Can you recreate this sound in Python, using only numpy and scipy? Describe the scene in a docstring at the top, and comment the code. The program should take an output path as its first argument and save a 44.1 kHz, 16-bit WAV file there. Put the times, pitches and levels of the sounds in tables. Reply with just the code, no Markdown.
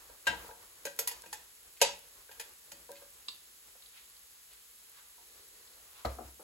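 """Lifting a pan out of a cooking basket

A small tiled kitchen, two microphones close in, with their own hiss and a faint crackle of hot food.
A wire handle is hooked onto a small steel pan on a trivet in the basket; each contact rings their modes.
The pan is lifted out with a soft rustle of a sleeve and set down on a wooden board, off to the left,
which thuds on the counter. The tiles answer each contact with a short tail."""
import sys
import numpy as np
from scipy import signal
from scipy.fft import rfft, irfft, next_fast_len
from scipy.io import wavfile
from scipy.ndimage import map_coordinates

SR = 44100
rng = np.random.default_rng(int(sys.argv[2]) if len(sys.argv) > 2 else 0)


def unload_audio(sound):
    """Save the sound as a 16-bit wav file, at the path given as the first command line argument."""
    columns = np.transpose(np.atleast_2d(sound))
    # keep every value between -1 and 1, then stretch to whole-number steps
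    steps = np.round(np.clip(columns, -1, 1) * 32767)
    wavfile.write(sys.argv[1], SR, steps.astype(np.int16))


N = 283563

# the handle wire strikes the pan's lugs; where it is struck decides which three of its modes sing:
# (time [s], level [dB], basket share [dB], pan share [dB], wire share [dB], low mode [Hz],
#  middle mode [Hz], high mode [Hz], favoured basket pitch [Hz], favoured handle ping [Hz])
CLINKS = [(0.852, -44, -1, -5.5, -3.5, 1600, 2500, 5130, 460, 6750),
          (0.9893, -38.5, -6, -14, -3, 1410, 5130, 6550, 454, 12100),
          (1.0735, -38.5, -33, -37, -7, 950, 2670, 5130, 465, 9700),
          (1.113, -48.5, -13.5, -22, -3, 940, 1680, 1750, 465, 11400),
          (1.26, -58.5, -1.5, -9, -3, 930, 1605, 2580, 488, 6700),
          (1.328, -46, -19, -8.5, -0.5, 906, 1780, 5850, 465, 9900),
          (2.313, -56.5, -21, -11, -2.5, 935, 1820, 2240, 465, 11400),
          (2.397, -47, -8.5, -7, -2.5, 1680, 1740, 2700, 460, 9500),
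          (2.717, -51.5, -11, -18, -6, 1410, 1810, 4240, 565, 6830)]
# ringing of the trivet: (frequency [Hz], level [dB], t60 [s])
TRIVET_MODES = [(1933, -2, .19), (2510, -2, .18), (2562, -3, .17), (2788, 1.5, .16), (3079, 2, .12),
                (3440, 0, .19), (3768, -6, .2), (4584, -1, .18), (4940, -1, .14), (5500, 2, .11),
                (6067, -5, .15), (6783, -1, .1), (7040, -1, .13), (7525, -1, .13), (7983, -3, .12),
                (11150, -3, .11)]
# high pings of the handle: (frequency [Hz], level [dB], t60 [s])
HANDLE_MODES = [(5500, -4, .09), (6390, -1, .1), (6700, -1, .1), (7030, -4, .12), (9400, 3, .08),
                (9900, 0, .08), (11310, -2, .1), (11904, 5.5, .13), (15100, -2, .07)]
# clatter of the trivet, and of the wire as it sings: (frequency [Hz], level [dB])
TRIVET_TONE = [(300, -41), (1100, -12), (2000, 3.5), (3000, 3), (7500, 3), (9000, 2.5), (12000, -2),
               (14000, -17.5)]
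# clatter of the handle: (frequency [Hz], level [dB])
HANDLE_TONE = [(1000, -75), (4000, -1.5), (8000, 0), (9500, 5.5), (12200, 3), (15500, -4.5)]
# steel grating on steel: (frequency [Hz], level [dB])
SCRAPE_TONE = [(250, -19.5), (500, -4.5), (800, -11.5), (1500, -8), (2500, 4), (3500, -1.5), (4500, 1),
               (6000, -13), (7800, -9.5), (12000, -30)]


def amp(db):
    return 10 ** (np.asarray(db) / 20)


def along(points, hz):
    """Read a curve of (frequency [Hz], value) points on a log frequency axis."""
    f, v = np.transpose(points)
    return np.interp(np.log(hz + 1), np.log(f), v)


def unit(x):
    """Scaled to rms 1."""
    return x / np.sqrt(np.mean(x ** 2) + 1e-20)


def unit_attack(x):
    """Scaled to rms 1 over the first 20 ms."""
    return x / np.sqrt(np.mean(x[..., :SR // 50] ** 2) + 1e-20)


def coloured(x, spectrum, ripple_db=0, ripple_hz=200):
    """Filter x by a (frequency [Hz], gain [dB]) curve with random peaks and dips about ripple_hz apart."""
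    m = 2 * next_fast_len(x.shape[-1] // 2 + 2048)
    hz = np.fft.rfftfreq(m, 1 / SR)
    ripple = map_coordinates(rng.standard_normal(512), [hz / ripple_hz], mode="mirror")
    cepstrum = irfft(np.log(amp(along(spectrum, hz) + ripple_db * np.tanh(ripple))))
    cepstrum[1:m // 2] *= 2  # folding the cepstrum makes the filter causal
    cepstrum[m // 2 + 1:] = 0
    return irfft(rfft(x, m) * np.exp(rfft(cepstrum)), m)[..., :x.shape[-1]]


def add(track, s, sound):
    """Mix a sound into the track at time s."""
    part = track[:, round(s * SR):][:, :sound.shape[-1]]
    part += sound[:, :part.shape[-1]]


def kitchen(x, wet_db):
    """A sound followed by a new tail from the tiles, different at each microphone."""
    # decay of the tiled room: (frequency [Hz], t60 [s])
    decay = [(100, 0.821), (500, 0.3), (3000, 0.34), (8000, 0.27), (15000, 0.025)]
    hz, t, noise = signal.stft(rng.standard_normal((2, SR // 2)), SR, nperseg=256)
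    build_up = 1 - np.exp(-t / 0.0027)
    fade = amp(-60 * t / along(decay, hz)[:, None])
    tail = signal.istft(noise * build_up * fade, SR, nperseg=256)[1]
    wet = signal.fftconvolve(x, tail / np.linalg.norm(tail[0]), axes=1)
    return x + amp(wet_db) * wet[:, :x.shape[-1]]


def favour(hz, favoured_hz, relative_width=0.049, others_db=-9.5):
    """Gain of each mode: those near a favoured pitch stand out; with none, all are alike."""
    return amp(others_db) + sum(np.exp(-(np.log(hz / f) / relative_width) ** 2) for f in favoured_hz)


def struck(blows, modes, tone, low_hz, ring_db, clatter_t60, ripple_db, attack_s, wet_db):
    """A body hit at (time [s], level [dB], any favoured pitches [Hz]) clatters briefly and rings."""
    track, t = np.zeros((2, N)), np.arange(SR // 2) / SR
    hz, db, t60 = np.transpose(modes)
    partials = amp(db[:, None] - 60 * t / t60[:, None]) * np.exp(2j * np.pi * hz[:, None] * t)
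    radiation = signal.butter(4, low_hz, "highpass", fs=SR, output="sos")  # small bodies push no bass
    for s, level, *favoured_hz in blows:
        # each mode reaches the two microphones in a slightly different phase
        phase = rng.uniform(0, 2 * np.pi, len(hz)) + rng.normal(0, 0.72, (2, len(hz)))
        strength = amp(rng.normal(0, 1.5, len(hz))) * favour(hz, favoured_hz)
        ring = ((strength * np.exp(1j * phase)) @ partials).real
        # the point of contact favours some clusters of the crowded upper modes and misses others
        burst = rng.standard_normal((2, len(t))) * amp(-60 * t / clatter_t60)
        clatter = coloured(burst, tone, ripple_db, ripple_hz=132.1)
        hit = (unit_attack(clatter) + amp(ring_db) * unit_attack(ring)) * (1 - np.exp(-t / attack_s))
        in_room = kitchen(signal.sosfilt(radiation, hit), wet_db)
        add(track, s, amp(level) * unit_attack(in_room))
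    return track


def grains(per_second):
    """Friction: a random stream of tiny slips of uneven size, the same at both microphones."""
    slips = (rng.random(N) < per_second / SR) * rng.standard_normal(N)
    return np.array([slips, slips])


def hiss(level_db):
    """Microphone hiss over the faint rumble of the room."""
    # steady noise floor: (frequency [Hz], level [dB])
    tone = [(20, -27), (50, 8), (110, -7.5), (220, -9), (450, -17.5), (700, -12.5), (1100, -3.5),
            (3500, -0.5), (6000, -0.5), (8000, 4), (11000, 4.5), (15500, -1.5)]
    return amp(level_db) * unit(coloured(rng.standard_normal((2, N)), tone))


def crackle(per_second, gain_db, spread_db):
    """Hot fat on the food gives sparse, tiny pops."""
    # spectrum of a pop: (frequency [Hz], level [dB])
    tone = [(2000, -33), (8000, 0.5), (11000, 9.5), (15500, -5)]
    chance, size = rng.random(N), rng.standard_normal(N)
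    pops = (chance < per_second / SR) * amp(spread_db * np.clip(size, -2, 2))
    return amp(gain_db) * coloured(np.array([pops, pops]), tone)


def sleeve(folds_per_s=16, rub_gain_db=6.5, brush_db=-70.5, focus_db=14, swish_fade_s=.035):
    """Cloth rubs unevenly as the arm moves, and swishes at its own pitch with each quick move."""
    # course of the dull rub: (time [s], relative level [dB])
    rub_levels = [(0.0, -66), (0.14, -68.5), (0.41, -60.5), (0.64, -66.5), (0.9, -71.5), (1.04, -66.5),
                  (1.5, -75), (2.99, -72), (3.37, -80.5), (4.82, -90.5), (5.59, -73.5), (5.98, -68),
                  (6.21, -66), (6.43, -74.5)]
    # spectrum of the rub: (frequency [Hz], level [dB])
    rub_tone = [(30, 4), (60, 6), (200, -14.5), (350, -3), (480, -1), (700, -4.5), (1100, -1.5),
                (3000, -12)]
    # light brushing of cloth, heard all the while: (frequency [Hz], level [dB])
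    brush_tone = [(100, -18.5), (600, -7), (1000, -2), (1700, -4.5), (2500, -4.5), (4000, 0.5),
                  (9000, -15.5)]
    # quick moves of the arm: (peak time [s], level [dB], strongest pitch [Hz])
    moves = [(3.977, -57.5, 2460), (4.986, -57, 1520), (5.965, -63, 2670), (6.0, -57.5, 1070)]
    t = np.arange(N) / SR
    folds = map_coordinates(rng.standard_normal(200), [t * folds_per_s], mode="mirror")
    rub_db = np.interp(t, *np.transpose(rub_levels)) + rub_gain_db + 4.0 * folds
    rub = amp(rub_db) * unit(coloured(rng.standard_normal((2, N)), rub_tone))
    brush = unit(coloured(rng.standard_normal((2, N)), brush_tone))
    swish = amp(brush_db) * brush
    for s, db, hz in moves:
        focused = brush + amp(focus_db) * signal.lfilter(*signal.iirpeak(hz, 2, fs=SR), brush)
        swish += amp(db) * np.exp(-np.abs(t - s) / swish_fade_s) * unit(focused)
    return rub + amp(1.5 * folds) * swish


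def swing():
    """As the carried pan swings, the hooks grind faintly and wake resonances of pan and handle."""
    # friction in the lugs: (time [s], level [dB])
    friction = [(5.1, -78), (5.4, -69.5), (5.6, -71), (5.78, -78), (5.95, -85.5)]
    # resonances of pan and handle: (frequency [Hz], width [Hz], gain [dB])
    resonances = [(468, 190, -4), (1820, 300, -7), (2897, 200, -16), (4250, 700, -5)]
    slips = grains(per_second=500)
    ring = sum(amp(db) * signal.lfilter(*signal.iirpeak(hz, hz / width, fs=SR), slips)
               for hz, width, db in resonances)
    swell = amp(np.interp(np.arange(N) / SR, *np.transpose(friction)))
    return kitchen(swell * unit(ring), wet_db=-1)


def scrapes():
    """Short, gritty slides of the pan on its trivet."""
    # steel slides on steel: (start [s], length [s], level [dB])
    slides = [(.256, .011, -55), (1.766, .016, -58), (1.802, .014, -44), (2.4, .03, -54), (2.945, .04, -60),
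              (4.508, .04, -63)]
    t = np.arange(N) / SR
    strokes = sum(amp(db) * np.sqrt(np.abs(np.sin(np.pi * np.clip((t - s) / length, 0, 1))))
                  for s, length, db in slides)
    grit = unit(coloured(grains(per_second=1500), SCRAPE_TONE))
    return kitchen(strokes * grit, wet_db=-7.0)


def casing():
    """A push on the basket passes into the cooker's hollow casing, which answers low and softly."""
    # the basket presses on the casing: (time [s], level [dB])
    pushes = [(.269, -51.5), (.852, -64.5), (.99, -68.5), (1.26, -66), (1.816, -56.5), (2.717, -67.5),
              (2.891, -66)]
    # ringing of the casing: (frequency [Hz], level [dB], t60 [s])
    modes = [(175.4, -2.5, 0.3), (252.5, -6.5, .29), (289.7, -10, .2), (331, -2, .3)]
    # its dull clatter: (frequency [Hz], level [dB])
    tone = [(110, -6), (170, -2.5), (330, -2.5), (600, -20.5)]
    return struck(pushes, modes, tone, low_hz=110, ring_db=-4,
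                  clatter_t60=0.081, ripple_db=8, attack_s=0.0051, wet_db=-6.5)


def counter(attack_s=0.01344):
    """The heavy counter top swings up slowly and booms."""
    # blows that reach the counter: (time [s], level [dB])
    thuds = [(0.272, -51), (1.817, -63), (6.049, -35), (6.236, -51)]
    # its deep modes: (frequency [Hz], level [dB], t60 [s])
    modes = [(64.9, 1, .34), (106.3, -4, .19), (120, -7, .15)]
    track, t = np.zeros((2, N)), np.arange(SR) / SR
    boom = sum(amp(db - 60 * t / t60) * np.sin(2 * np.pi * hz * t) for hz, db, t60 in modes)
    boom *= 1 - np.exp(-t / attack_s)
    for s, db in thuds:
        add(track, s, amp(db) * boom[None] / np.abs(boom).max())
    return track * amp([[-.7], [.7]])  # a touch to the right


def board():
    """The pan knocks on the board, off to the left, then rocks to rest with duller bumps."""
    # the pan meets the board: (time [s], level [dB])
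    set_down = [(6.0483, -32.5), (6.185, -47), (6.207, -55), (6.395, -57.5)]
    # ringing of the wood: (frequency [Hz], level [dB], t60 [s])
    modes = [(237, -5, .12), (333, -4, .11), (417, -4, .13), (510, 3, .1), (612, 1, .1), (720, 4, .08),
             (1177, -5, .1), (1300, 10, .025)]
    # its clatter: (frequency [Hz], level [dB])
    tone = [(80, -29), (300, 1.5), (700, 5), (1350, -3.5), (1900, -8.5), (2700, -19.5), (4200, -19),
            (15000, -25)]
    # a gentle contact lasts longer and loses its treble: (frequency [Hz], gain [dB])
    soft_contact = [(1300, 3), (3200, -34)]
    landing, rocking = (struck(blows, modes, tone, low_hz=145, ring_db=-6,
                               clatter_t60=0.096, ripple_db=-2.5, attack_s=0.00089, wet_db=-8.5)
                        for blows in (set_down[:1], set_down[1:]))
    return (landing + coloured(rocking, soft_contact)) * amp([[2], [-2]])


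def hook():
    """The hook slips in its lug, creeps as it takes the weight and clicks as the pan lands."""
    # short, bright slips: (time [s], level [dB])
    slips = [(3.283, -39), (3.821, -59.5), (3.858, -60.5), (4.165, -63.5), (5.534, -74), (5.673, -64),
             (5.733, -65), (6.052, -47)]
    # ringing of the hook: (frequency [Hz], level [dB], t60 [s])
    modes = [(2534, -5, 0.049), (3380, -27, 0.053), (3750, 18, 0.061), (4220, 4, 0.036), (5320, -25, 0.073)]
    # its clatter: (frequency [Hz], level [dB])
    tone = [(300, -14.5), (1700, -14.5), (2500, -13), (3400, 0.5), (4200, 5), (5200, -6), (5800, -22),
            (8000, -12.5), (15000, -42.5)]
    return struck(slips, modes, tone, low_hz=254, ring_db=-12,
                  clatter_t60=0.035, ripple_db=-5.5, attack_s=0.0011, wet_db=-8.0)


def ticks():
    """Grazing touches give a tiny dry tick with almost no ring."""
    # the handle wire just touches its lug: (time [s], level [dB])
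    touches = [(.9635, -58), (1.2205, -54.5), (2.412, -52), (2.917, -50)]
    return struck(touches, HANDLE_MODES, HANDLE_TONE, low_hz=2000, ring_db=-20,
                  clatter_t60=.006, ripple_db=2, attack_s=.0002, wet_db=-16)


def chatter():
    """Quick, dry rebounds roughen the tail of the hard clank."""
    # the pan rebounds on the trivet: (time [s], level [dB])
    rebounds = [(1.8335, -40), (1.848, -39.5), (1.859, -45), (1.872, -48)]
    return struck(rebounds, TRIVET_MODES, SCRAPE_TONE, low_hz=800, ring_db=-15.5,
                  clatter_t60=0.02, ripple_db=4, attack_s=0.0005, wet_db=-8)


def wire():
    """The handle wire sings briefly after each clink, at pitches set by where it was struck."""
    # bending modes of the wire: (frequency [Hz], level [dB], t60 [s])
    modes = [(861, 4.5, 0.079), (958, 2.5, 0.039), (1400, 0, 0.038), (1632, -14, 0.23), (1760, -8, 0.091),
             (1800, 0, 0.048), (1980, -4, 0.17), (2490, 2.5, 0.09), (2560, -8, 0.08), (4240, 4, 0.043),
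             (5300, -1.5, 0.12), (6560, -2, 0.13)]
    blows = [(s, db + to_wire, *sung_hz) for s, db, _, _, to_wire, *sung_hz, _, _ in CLINKS]
    return struck(blows, modes, TRIVET_TONE, low_hz=600, ring_db=9,
                  clatter_t60=0.024, ripple_db=11, attack_s=0.00054, wet_db=-8.5)


def contacts(second_touch_s=.0042, clink_to_rim_db=-14):
    """Share each contact out as blows on basket, rim, pan, trivet and handle."""
    # the pan lurches on its trivet and touches twice:
    # (time [s], basket [dB], rim [dB], pan [dB], trivet [dB], second touch over the first [dB])
    clanks = [(0.268, -45.5, -41.5, -31.5, -41, 3), (1.8146, -27, -30, -49, -22, -5)]
    # the pan nudges the basket wall, or swings on its handle as it is carried:
    # (time [s], level [dB], rim share [dB], pan share [dB], favoured basket pitch [Hz])
    knocks = [(0.096, -59.5, -4, -8, 567), (0.327, -53.5, 7, -5, 463), (0.443, -60.5, 1, -14, 470),
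              (0.489, -59.5, 7.5, -14, 460), (0.51, -60, 3, 1, 470), (0.868, -47, -8, 2, 555),
              (1.236, -65, 4.5, 6.5, 457), (2.291, -63, -2, 4, 460), (2.891, -53.5, -4, -12, 500),
              (2.902, -52, -21, -24, 570), (2.919, -64.5, -3, 4, 573), (3.017, -58, -14, -5.5, 543),
              (3.75, -68, -4, -8, 512), (5.178, -81, 15, -15, 465)]
    bowl_hz = 1610  # a light touch wakes mainly the pan's bowl mode
    wakes_db, db_per_db = -51.5, 0.53  # above this strength the handle outrings the trivet, at this rate
    basket, rim, pan, trivet, handle = [], [], [], [], []
    for s, basket_db, rim_db, pan_db, trivet_db, second_db in clanks:
        basket.append((s, basket_db))  # the slow basket wall feels both touches as one push
        for delay, db in ((0, 0), (second_touch_s, second_db)):
            rim.append((s + delay, rim_db + db))
            pan.append((s + delay, pan_db + db))
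            trivet.append((s + delay, trivet_db + db))
    for s, db, to_basket, to_pan, *_, basket_hz, ping_hz in CLINKS:
        basket.append((s, db + to_basket, basket_hz))
        rim.append((s, db + clink_to_rim_db))
        pan.append((s, db + to_pan, bowl_hz))
        trivet.append((s, db))
        handle.append((s, db + db_per_db * (db - wakes_db), ping_hz))  # harder is brighter
    for s, db, to_rim, to_pan, basket_hz in knocks:
        basket.append((s, db, basket_hz))
        rim.append((s, db + to_rim))
        pan.append((s, db + to_pan, bowl_hz))
    return basket, rim, pan, trivet, handle


def clinks():
    """Close to the microphones, the hollow basket, its rim, pan, trivet and handle ring when struck."""
    # ringing of the basket: (frequency [Hz], level [dB], t60 [s])
    basket_modes = [(415, -13, .17), (470, -1, .13), (495, 10, .045), (533, -3, .16), (565, 1, .21)]
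    # its clatter: (frequency [Hz], level [dB])
    basket_tone = [(150, -30), (300, -20), (400, -4), (490, 5), (580, 3), (680, -1), (1100, -21.5),
                   (3000, -33.5)]
    # ringing of the rim: (frequency [Hz], level [dB], t60 [s])
    rim_modes = [(669, -5, 0.093), (725, -4, 0.2), (869.8, 2.5, 0.094), (952, 4, 0.11), (928, -2.5, 0.084)]
    # its clatter: (frequency [Hz], level [dB])
    rim_tone = [(100, -50), (500, -15.5), (680, -6), (980, 9), (1100, -13), (1350, -1.5), (3000, -41)]
    # ringing of the steel pan: (frequency [Hz], level [dB], t60 [s])
    pan_modes = [(963, -12, .28), (1269, -13, .14), (1453, -6, .09), (1597, 8, .075), (1628, -11, .32),
                 (1933, -17, .25), (2093, -9, .16), (2670, -9, .16), (2789, -4.5, .14), (3079, -9, .28),
                 (3548, -13, .2), (3784, -12, .17)]
    # its clatter: (frequency [Hz], level [dB])
    pan_tone = [(150, 0), (600, -16), (1100, -10.5), (1550, 5.5), (1850, -2), (2350, 0.5), (2900, -6),
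                (4000, -1.5), (4800, -19), (8000, -21.5)]
    on_basket, on_rim, on_pan, on_trivet, on_handle = contacts()
    basket = struck(on_basket, basket_modes, basket_tone, low_hz=300, ring_db=4,
                    clatter_t60=0.035, ripple_db=2, attack_s=0.0025, wet_db=-12)
    rim = struck(on_rim, rim_modes, rim_tone, low_hz=514, ring_db=-0.5,
                 clatter_t60=0.026, ripple_db=4.5, attack_s=0.00255, wet_db=-5.0)
    pan = struck(on_pan, pan_modes, pan_tone, low_hz=227, ring_db=2,
                 clatter_t60=0.047, ripple_db=3.5, attack_s=0.0015, wet_db=-8.5)
    trivet = struck(on_trivet, TRIVET_MODES, TRIVET_TONE, low_hz=611, ring_db=-6,
                    clatter_t60=0.065, ripple_db=3, attack_s=0.0004, wet_db=-8.5)
    handle = struck(on_handle, HANDLE_MODES, HANDLE_TONE, low_hz=1200, ring_db=-6,
                    clatter_t60=0.089, ripple_db=6, attack_s=0.00047, wet_db=-13.5)
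    return basket + (rim + pan) * amp([[1.5], [-2]]) + trivet + handle  # rim and pan sit to the left


def scene():
    """Metal and wood contacts over the sleeve, the hot food and the hiss."""
    hits = clinks() + wire() + chatter() + ticks() + hook() + casing() + board() + counter()
    friction = scrapes() + swing() + sleeve()
    background = crackle(per_second=15, gain_db=-38.5, spread_db=-0.5) + hiss(level_db=-56.5)
    return hits + friction + background


def record(dry):
    """The close pair: near mono in the bass; alike in the treble too, but the left late and inverted."""
    # stereo width: (frequency [Hz], left-right difference kept [share])
    width = [(60, 0.3), (350, 0.44), (700, 0.62), (1500, 0.88), (5500, 1), (7000, 0.1), (12000, 0.09)]
    treble_hz, left_delay_s, top_hz = 5500, .00022, 16000
    m = next_fast_len(N + SR // 4)
    hz = np.fft.rfftfreq(m, 1 / SR)
    low_cut = signal.butter(3, 38, "highpass", fs=SR, output="sos")
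    left, right = rfft(signal.sosfilt(low_cut, dry), m)
    spread = np.clip(along(width, hz), 0, 1)
    mid, side = (left + right) / 2, spread * (left - right) / 2
    treble_phase = np.pi - 2 * np.pi * hz * left_delay_s
    left_phase = np.where(hz > treble_hz, treble_phase, 1.8 * (hz / treble_hz) ** 1.5)
    pair = np.array([(mid + side) * np.exp(1j * left_phase), mid - side])
    pair *= np.sqrt(2 / (1 + spread ** 2))  # make up the power lost by narrowing
    high_cut = 1 / (1 + (hz / top_hz) ** 160)
    return irfft(pair * high_cut, m)[:, :N]


dry = scene()
out = record(dry)
unload_audio(out)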